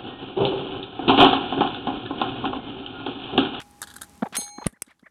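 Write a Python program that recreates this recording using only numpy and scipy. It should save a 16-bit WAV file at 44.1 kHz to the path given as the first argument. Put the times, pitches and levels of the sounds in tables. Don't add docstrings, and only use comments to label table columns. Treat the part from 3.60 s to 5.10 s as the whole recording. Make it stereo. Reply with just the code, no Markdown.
import sys
import numpy as np
from scipy import signal
from scipy.fft import rfft, irfft
from scipy.io import wavfile
from scipy.ndimage import uniform_filter1d

SR = 44100
rng = np.random.default_rng(int(sys.argv[2]) if len(sys.argv) > 2 else 0)


def master_out(mix):
    frames = np.transpose(np.atleast_2d(mix))
    ceiling = np.clip(frames, -1, 1)
    pcm = np.round(ceiling * 32767).astype(np.int16)
    wavfile.write(sys.argv[1], SR, pcm)


N = 66150
T = np.arange(N) / SR
LEAD_S = .03
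AGE = np.arange(8192) / SR - LEAD_S

# frequency_hz, side_to_mid_ratio
STEREO_WIDTH = [(100, 0.17), (500, 0.5), (2000, 0.58), (10000, 0.7)]
# frequency_hz, level_db
GARDEN_COLOUR = [(25, -8), (70, 3.5), (140, -7.5), (230, 0), (380, -8.5), (550, -17), (1000, -13.5),
                 (1700, -20), (2500, -21.5), (4000, -24), (6000, -22.5), (9500, -23.5), (12500, -27),
                 (16000, -39)]
# time_s, level_db
GARDEN_RIDE = [(0, -54), (.55, -52), (.7, -56.5), (.88, -58.5), (.95, -61), (1.06, -58), (1.11, -70),
               (1.2, -73), (1.5, -70.5)]

# start_s, level_db, rise_s, t60_s, treble_db
BILL_SCRAPES = [(.003, -32, .002, .03, -13.5), (.016, -38, .003, .05, -3),
                (0.726, -38.5, .0003, 0.043, -10), (.734, -37.5, .002, .04, -15),
                (.746, -31.5, .003, 0.039, -19), (0.7543, -22.5, .0015, 0.052, 1.5),
                (0.7671, -21, .0003, .025, 14), (.785, -45.5, .005, .2, 3), (1.044, -35, .0005, .02, -21),
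                (1.05, -42, .003, .05, -28.5), (1.062, -34, .002, 0.035, -14),
                (1.307, -56.5, .02, 0.11, -19.5)]
# frequency_hz, level_db
FRICTION_COLOUR = [(100, -12), (500, -12), (1200, 3.5), (2000, -0.5), (3300, 0), (4800, -6.5), (6000, -8),
                   (9500, -8), (12500, -16), (16000, -31.5)]
# start_s, level_db, t60_s, treble_db, pan_db
BILL_TAPS = [(.2175, -22.5, .03, 7.5, 0.5), (.2275, -27.5, .04, -8.5, 0), (.2365, -33, 0.046, -10, -2),
             (.272, -39, 0.085, -10, -1.5), (.283, -43, 0.081, -21, -2), (.302, -38, 0.033, -12, -1),
             (.312, -41.5, 0.063, -15, -1.5), (.339, -40.5, 0.045, -4, 1), (.359, -43, .04, -2, -7),
             (.3642, -29.5, 0.029, 10, 1), (.383, -42, .03, -18, -3.5), (.413, -37.5, .03, -11, 2),
             (.4175, -23, .025, 10, -1), (.432, -36, .04, -5, -3.5), (.444, -42.5, .03, 4, 2),
             (0.865, -45, 0.046, -10, -1), (.879, -42.5, 0.032, -15, 0), (.891, -45.5, 0.034, -14, -1.5),
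             (1.0935, -50.5, .025, 10.5, 0.5), (1.108, -60.5, .03, 11, -1), (1.126, -55.5, .04, 4, -2),
             (1.247, -60, 0.021, 5, -1.5), (1.265, -54, .06, -11, -2), (1.281, -60, .05, -11, -2),
             (1.309, -60.5, .05, -5, -2), (1.394, -56.5, .05, -22, -1.5)]
# frequency_hz, level_db
CLICK_COLOUR = [(100, -15), (400, -19.5), (950, -7.5), (1350, -5.5), (1700, 0.5), (2050, -18), (2600, -25),
                (3300, -4), (3900, -6.5), (4700, -5.5), (5500, -12), (6300, -6.5), (8200, -2), (10000, -3),
                (12000, -5.5), (13500, -22), (16000, -32)]
# pitch_hz, level_db, t60_s
TAP_MODES = [(1368, -11.5, 0.039), (1630, -9.5, 0.037), (3805, -14, 0.041), (9670, -11.5, 0.03),
             (11720, -11.5, 0.021)]

# start_s, grunt_db, grunt_length_s, whistle_db, tail_db, top_pitch_hz, throat_hz,
# grunt_brightness_db, pan_db
DUCK_CLUCKS = [(0.6221, -18, 0.012, -31, -30, 835, 830, 5, 1),
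               (0.7234, -37, 0.0051, -51, -44.5, 834.4, 1500, 10, 0),
               (0.781, -34, 0.0098, -46, -44.5, 810, 740, -14, -0.5),
               (0.981, -31, 0.0067, -43, -35, 891, 968, 8.5, .5),
               (1.1258, -50.5, 0.0098, -59, -60.5, 1023, 1740, -15, -1),
               (1.273, -53.5, 0.0093, -59.5, -55, 1190, 2020, -28, -1),
               (1.4262, -47.5, 0.0068, -59, -46.5, 1127, 1880, -27, -1.5)]
# age_s, share_of_top_pitch
CLUCK_ARCH = [(0, .6), (.012, .85), (.022, 1), (.031, .88), (.037, .6), (.046, .5), (.06, .4)]
# frequency_hz, gain_db
THROAT_COLOUR = [(200, 2.5), (900, -2), (1400, 1.5), (2300, -0.5), (2800, -9), (4000, -18.5), (6000, -32.5),
                 (12000, -44)]
# frequency_hz, level_db
BREATH_COLOUR = [(200, -13.5), (600, 1.5), (1700, -3.5), (2400, -13), (3500, 5), (8000, -20)]

SHELL_HZ = [820, 2244, 4171, 6444, 8298, 8957, 9410, 9954, 11030, 11671, 14600]
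# level_db, t60_s, twin_offset_hz, twin_relative_db, pan_db
SHELL_MODES = [(-47, 7.9, .6, -19.5, 3), (-56.5, 2, 4.3, -16.5, -20.5), (-38.5, 1.02, 4.3, -7, -3.5),
               (-29, .62, 3.4, -22.5, -2), (-32, 0.115, 12, -15.5, -5), (-30, 0.38, 8, -19, 0),
               (-20, 0.19, 6.5, -24.5, 5.5), (-25.5, .19, 7, -15, -4), (-47.5, .2, 10, -10, -6.5),
               (-29.5, 0.17, 8, -15.5, -3.5), (-47.5, .13, 10, -14.5, 0.5)]
# start_s, level_db
CLAPPER_HITS = [(0.7989, -33), (.8035, -40.5), (.807, -32), (.813, -27.5), (.8195, -46), (0.824, -40),
                (0.831, -34), (0.839, -38), (0.845, -38), (.854, -45)]
# frequency_hz, level_db
CLAPPER_COLOUR = [(300, -25.5), (1500, -14.5), (2500, -21), (3700, -2), (4800, -5), (5800, -21),
                  (7400, -17.5), (8050, 7.5), (8700, -6), (11000, -4), (12800, -16.5), (14000, -37.5)]

# start_s, level_db, contact_s
BOARD_THUDS = [(1.059, -19, 0.0027), (1.0654, -7.5, 0.00064)]
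# pitch_hz, level_db, t60_s
BOARD_MODES = [(65, -24.5, .06), (178, -2, 0.018), (258, -8, 0.027), (520, -2.5, 0.0073),
               (1150, -20.5, .02), (1800, -24, .04)]
# start_s, level_db, t60_s, treble_db, pan_db
BELL_CLACKS = [(1.0674, -10, .014, 5.5, -2), (1.072, -42, .08, 1, 1.5)]
# frequency_hz, level_db
LANDING_COLOUR = [(60, -8), (300, -4), (1000, -8.5), (1800, -1.5), (3200, -12.5), (5000, -17),
                  (7200, -23.5), (8200, -5.5), (9600, 1.5), (11000, -13.5), (13000, -25), (16000, -40)]
# start_s, level_db, t60_s, treble_db, pan_db
SHELL_SNAPS = [(1.2209, -15, 0.0083, -3.5, 3.5), (1.2228, -29, 0.017, 3, 3.5)]
# frequency_hz, level_db
CRACK_COLOUR = [(40, 0), (250, -8), (1000, -15), (2600, -5.5), (4200, -14.5), (6000, -6), (7200, -14),
                (8200, 1), (9700, -4.5), (11000, 4), (13000, -29), (16000, -33)]
# pitch_hz, level_db, t60_s
BELL_BASE_MODES = [(2730, -18, 0.024), (5100, -18, 0.033), (6160, -9.5, 0.016), (7960, -1.5, 0.014),
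                   (9700, -1.5, 0.013), (10300, -29, .012)]


def undb(db):
    return 10 ** (np.asarray(db) / 20)


def pan(x, db):
    return x * undb(np.array([[db], [-db]]) / 2)


def on_log(points, hz):
    point_hz, values = np.array(points).T
    return np.interp(np.log(hz + 1e-9), np.log(point_hz), values)


def noise(colour, treble_db=0, size=len(AGE)):
    hz = np.fft.rfftfreq(size, 1 / SR)
    gain = undb(on_log(colour, hz) + treble_db * hz ** 4 / (hz ** 4 + 6000. ** 4))
    mid, side = rfft(rng.standard_normal((2, size))) * gain
    side = side * on_log(STEREO_WIDTH, hz)
    x = irfft(np.array([mid + side, mid - side]), size)
    return x / x.std()


def wobble(samples):
    x = uniform_filter1d(rng.standard_normal(len(AGE)), samples)
    return x / x.std()


def burst(rise_s, t60_s):
    log_gain = np.where(AGE < 0, AGE / max(rise_s, 1e-5), -np.log(1000) * AGE / t60_s)
    return np.exp(np.maximum(log_gain, -60))


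def ring(age, hz, t60_s):
    age = np.maximum(age, 0)
    return np.sin(2 * np.pi * hz * age) * np.exp(-np.minimum(np.log(1000) * age / t60_s, 60))


def body(modes, detune=0):
    return sum(undb(db) * ring(AGE, hz * (1 + detune * rng.standard_normal()), t60_s)
               for hz, db, t60_s in modes)


def add(out, start_s, x):
    at = int(round((start_s - LEAD_S) * SR))
    lo, hi = max(at, 0), min(at + len(AGE), N)
    out[:, lo:hi] += x[..., lo - at:hi - at]


def garden(ticks_per_s=45, tick_decay_s=.0012):
    ticks = (rng.random(N) < ticks_per_s / SR) * rng.random(N)
    tick_envelope = signal.lfilter([1], [1, -np.exp(-1 / (tick_decay_s * SR))], ticks)
    leaves = tick_envelope * noise(CLICK_COLOUR, treble_db=9, size=N)
    air = noise(GARDEN_COLOUR, size=N)
    fader = undb(np.interp(T, *np.array(GARDEN_RIDE).T))
    return pan((air + undb(9.5) * leaves) * fader, db=-1)


def bell(strike_s=.7677, drop_s=1.069, drop_fall_s=.01):
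    out = np.zeros((2, N))
    struck = T > strike_s
    out[:, ~struck] = undb(-54.5) * ring(T[~struck], SHELL_HZ[0], t60_s=6)
    age = T[struck] - strike_s
    for hz, (db, t60_s, beat_hz, twin_db, pan_db) in zip(SHELL_HZ, SHELL_MODES):
        pair = ring(age, hz, t60_s) + undb(twin_db) * ring(age, hz + beat_hz, t60_s)
        out[:, struck] += pan(undb(db) * pair, pan_db)
    since_drop_s = np.maximum(T - drop_s, 0)
    drop_db = -24 * (1 - np.exp(-since_drop_s / drop_fall_s)) - 18 * since_drop_s
    return out * undb(drop_db)


def bill_scrapes():
    out = np.zeros((2, N))
    for start_s, db, rise_s, t60_s, treble_db in BILL_SCRAPES:
        grainy_gain = undb(db + 1.6 * wobble(samples=50))
        add(out, start_s, grainy_gain * burst(rise_s, t60_s) * noise(FRICTION_COLOUR, treble_db))
    return out


def bill_taps():
    out = np.zeros((2, N))
    for start_s, db, t60_s, treble_db, pan_db in BILL_TAPS:
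        click = undb(-1.5) * burst(.0002, t60_s) * noise(CLICK_COLOUR, treble_db)
        tap = click + body(TAP_MODES, detune=.045)
        add(out, start_s, pan(undb(db) * tap, pan_db))
    return out


def duck_voice(hz, formant_hz, width, formant_db, slope_db, rough):
    unsteady_hz = hz * (1 + rough * wobble(samples=40))
    phase = 2 * np.pi * np.cumsum(unsteady_hz * (AGE > 0)) / SR
    harmonic = np.arange(1, 13)[:, None]
    lift_db = formant_db / (1 + ((harmonic * hz - formant_hz) / (width * formant_hz)) ** 2)
    gain = undb(slope_db * np.log2(harmonic) + lift_db)
    return (gain * np.sin(harmonic * phase)).sum(0) / np.sqrt((gain ** 2).sum(0) / 2)


def clucks(whistle_s=.018, whistle_width_s=.01, tail_s=.0425, tail_width_s=.009, low_cut_hz=184):
    out = np.zeros((2, N))
    throat = undb(on_log(THROAT_COLOUR, np.fft.rfftfreq(len(AGE), 1 / SR)))
    low_cut = signal.butter(4, low_cut_hz, "high", fs=SR, output="sos")
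    for (start_s, grunt_db, grunt_length_s, whistle_db, tail_db,
         top_hz, throat_hz, bright_db, pan_db) in DUCK_CLUCKS:
        low_voice = duck_voice(hz=234.2, formant_hz=820, width=.15, formant_db=23 + bright_db,
                               slope_db=-12, rough=.36)
        arch_hz = top_hz * np.interp(AGE, *np.array(CLUCK_ARCH).T)
        high_voice = duck_voice(arch_hz, throat_hz, width=.32, formant_db=22.5, slope_db=-4, rough=.025)
        breath = noise(BREATH_COLOUR)
        rasp = high_voice * undb(2.5 * wobble(samples=70)) + undb(-9) * breath
        gate = np.clip(AGE / .00097, 0, 1) * np.clip((grunt_length_s - AGE) / .001 + .5, 0, 1)
        grunt = undb(grunt_db) * gate * (low_voice + undb(-11) * breath)
        whistle = undb(whistle_db) * np.exp(-((AGE - whistle_s) / whistle_width_s) ** 2) * high_voice
        tail = undb(tail_db) * np.exp(-((AGE - tail_s) / tail_width_s) ** 2) * rasp
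        cluck = signal.sosfilt(low_cut, grunt + whistle + tail)
        add(out, start_s, pan(irfft(rfft(cluck) * throat), pan_db))
    return out


def clapper_buzz():
    out = np.zeros((2, N))
    for start_s, db in CLAPPER_HITS:
        add(out, start_s, undb(db) * burst(rise_s=.0009, t60_s=.033) * noise(CLAPPER_COLOUR))
    return out


def board_thuds():
    out = np.zeros((2, N))
    for start_s, db, contact_s in BOARD_THUDS:
        push = np.hanning(max(int(contact_s * SR), 3))
        thud = np.convolve(body(BOARD_MODES), push / push.sum())[:len(AGE)]
        add(out, start_s, pan(undb(db) * thud, db=-5))
    return out


def bell_clacks():
    out = np.zeros((2, N))
    for start_s, db, t60_s, treble_db, pan_db in BELL_CLACKS:
        clack = burst(.00008, t60_s) * noise(LANDING_COLOUR, treble_db)
        add(out, start_s, pan(undb(db) * clack, pan_db))
    return out


def shell_snaps(right_lag_s=.00012):
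    out = np.zeros((2, N))
    for start_s, db, t60_s, treble_db, pan_db in SHELL_SNAPS:
        crack = burst(.00008, t60_s) * noise(CRACK_COLOUR, treble_db)
        base_ring = undb(-2.5) * body(BELL_BASE_MODES, detune=.0065)
        left, right = pan(undb(db) * (crack + base_ring), pan_db)
        late_right = np.interp(AGE - right_lag_s, AGE, right)
        add(out, start_s, np.array([left, late_right]))
    return out


def scatter(direct):
    wash = noise([(100, -14), (1800, 2), (4500, -13), (9000, -4.5), (16000, -25.5)])
    response = (wash * burst(rise_s=.001, t60_s=.13))[:, AGE > 0]
    response /= np.sqrt((response ** 2).sum() / 2)
    return signal.fftconvolve(direct, response, axes=1)[:, :N]


def scene():
    direct = bell() + bill_scrapes() + bill_taps() + clucks() + clapper_buzz()
    direct += board_thuds() + bell_clacks() + shell_snaps()
    return direct + undb(-29) * scatter(direct) + garden()


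def record(dry, low_cut_hz=61, ceiling=.7, high_cut_hz=16500):
    mix = np.array([dry[0], np.append(0, dry[1, :-1])])
    mix = signal.sosfilt(signal.butter(2, low_cut_hz, "high", fs=SR, output="sos"), mix)
    mix = ceiling * np.tanh(mix / ceiling)
    return signal.sosfilt(signal.ellip(8, .2, 70, high_cut_hz, fs=SR, output="sos"), mix)


dry = scene()
out = record(dry)
master_out(out)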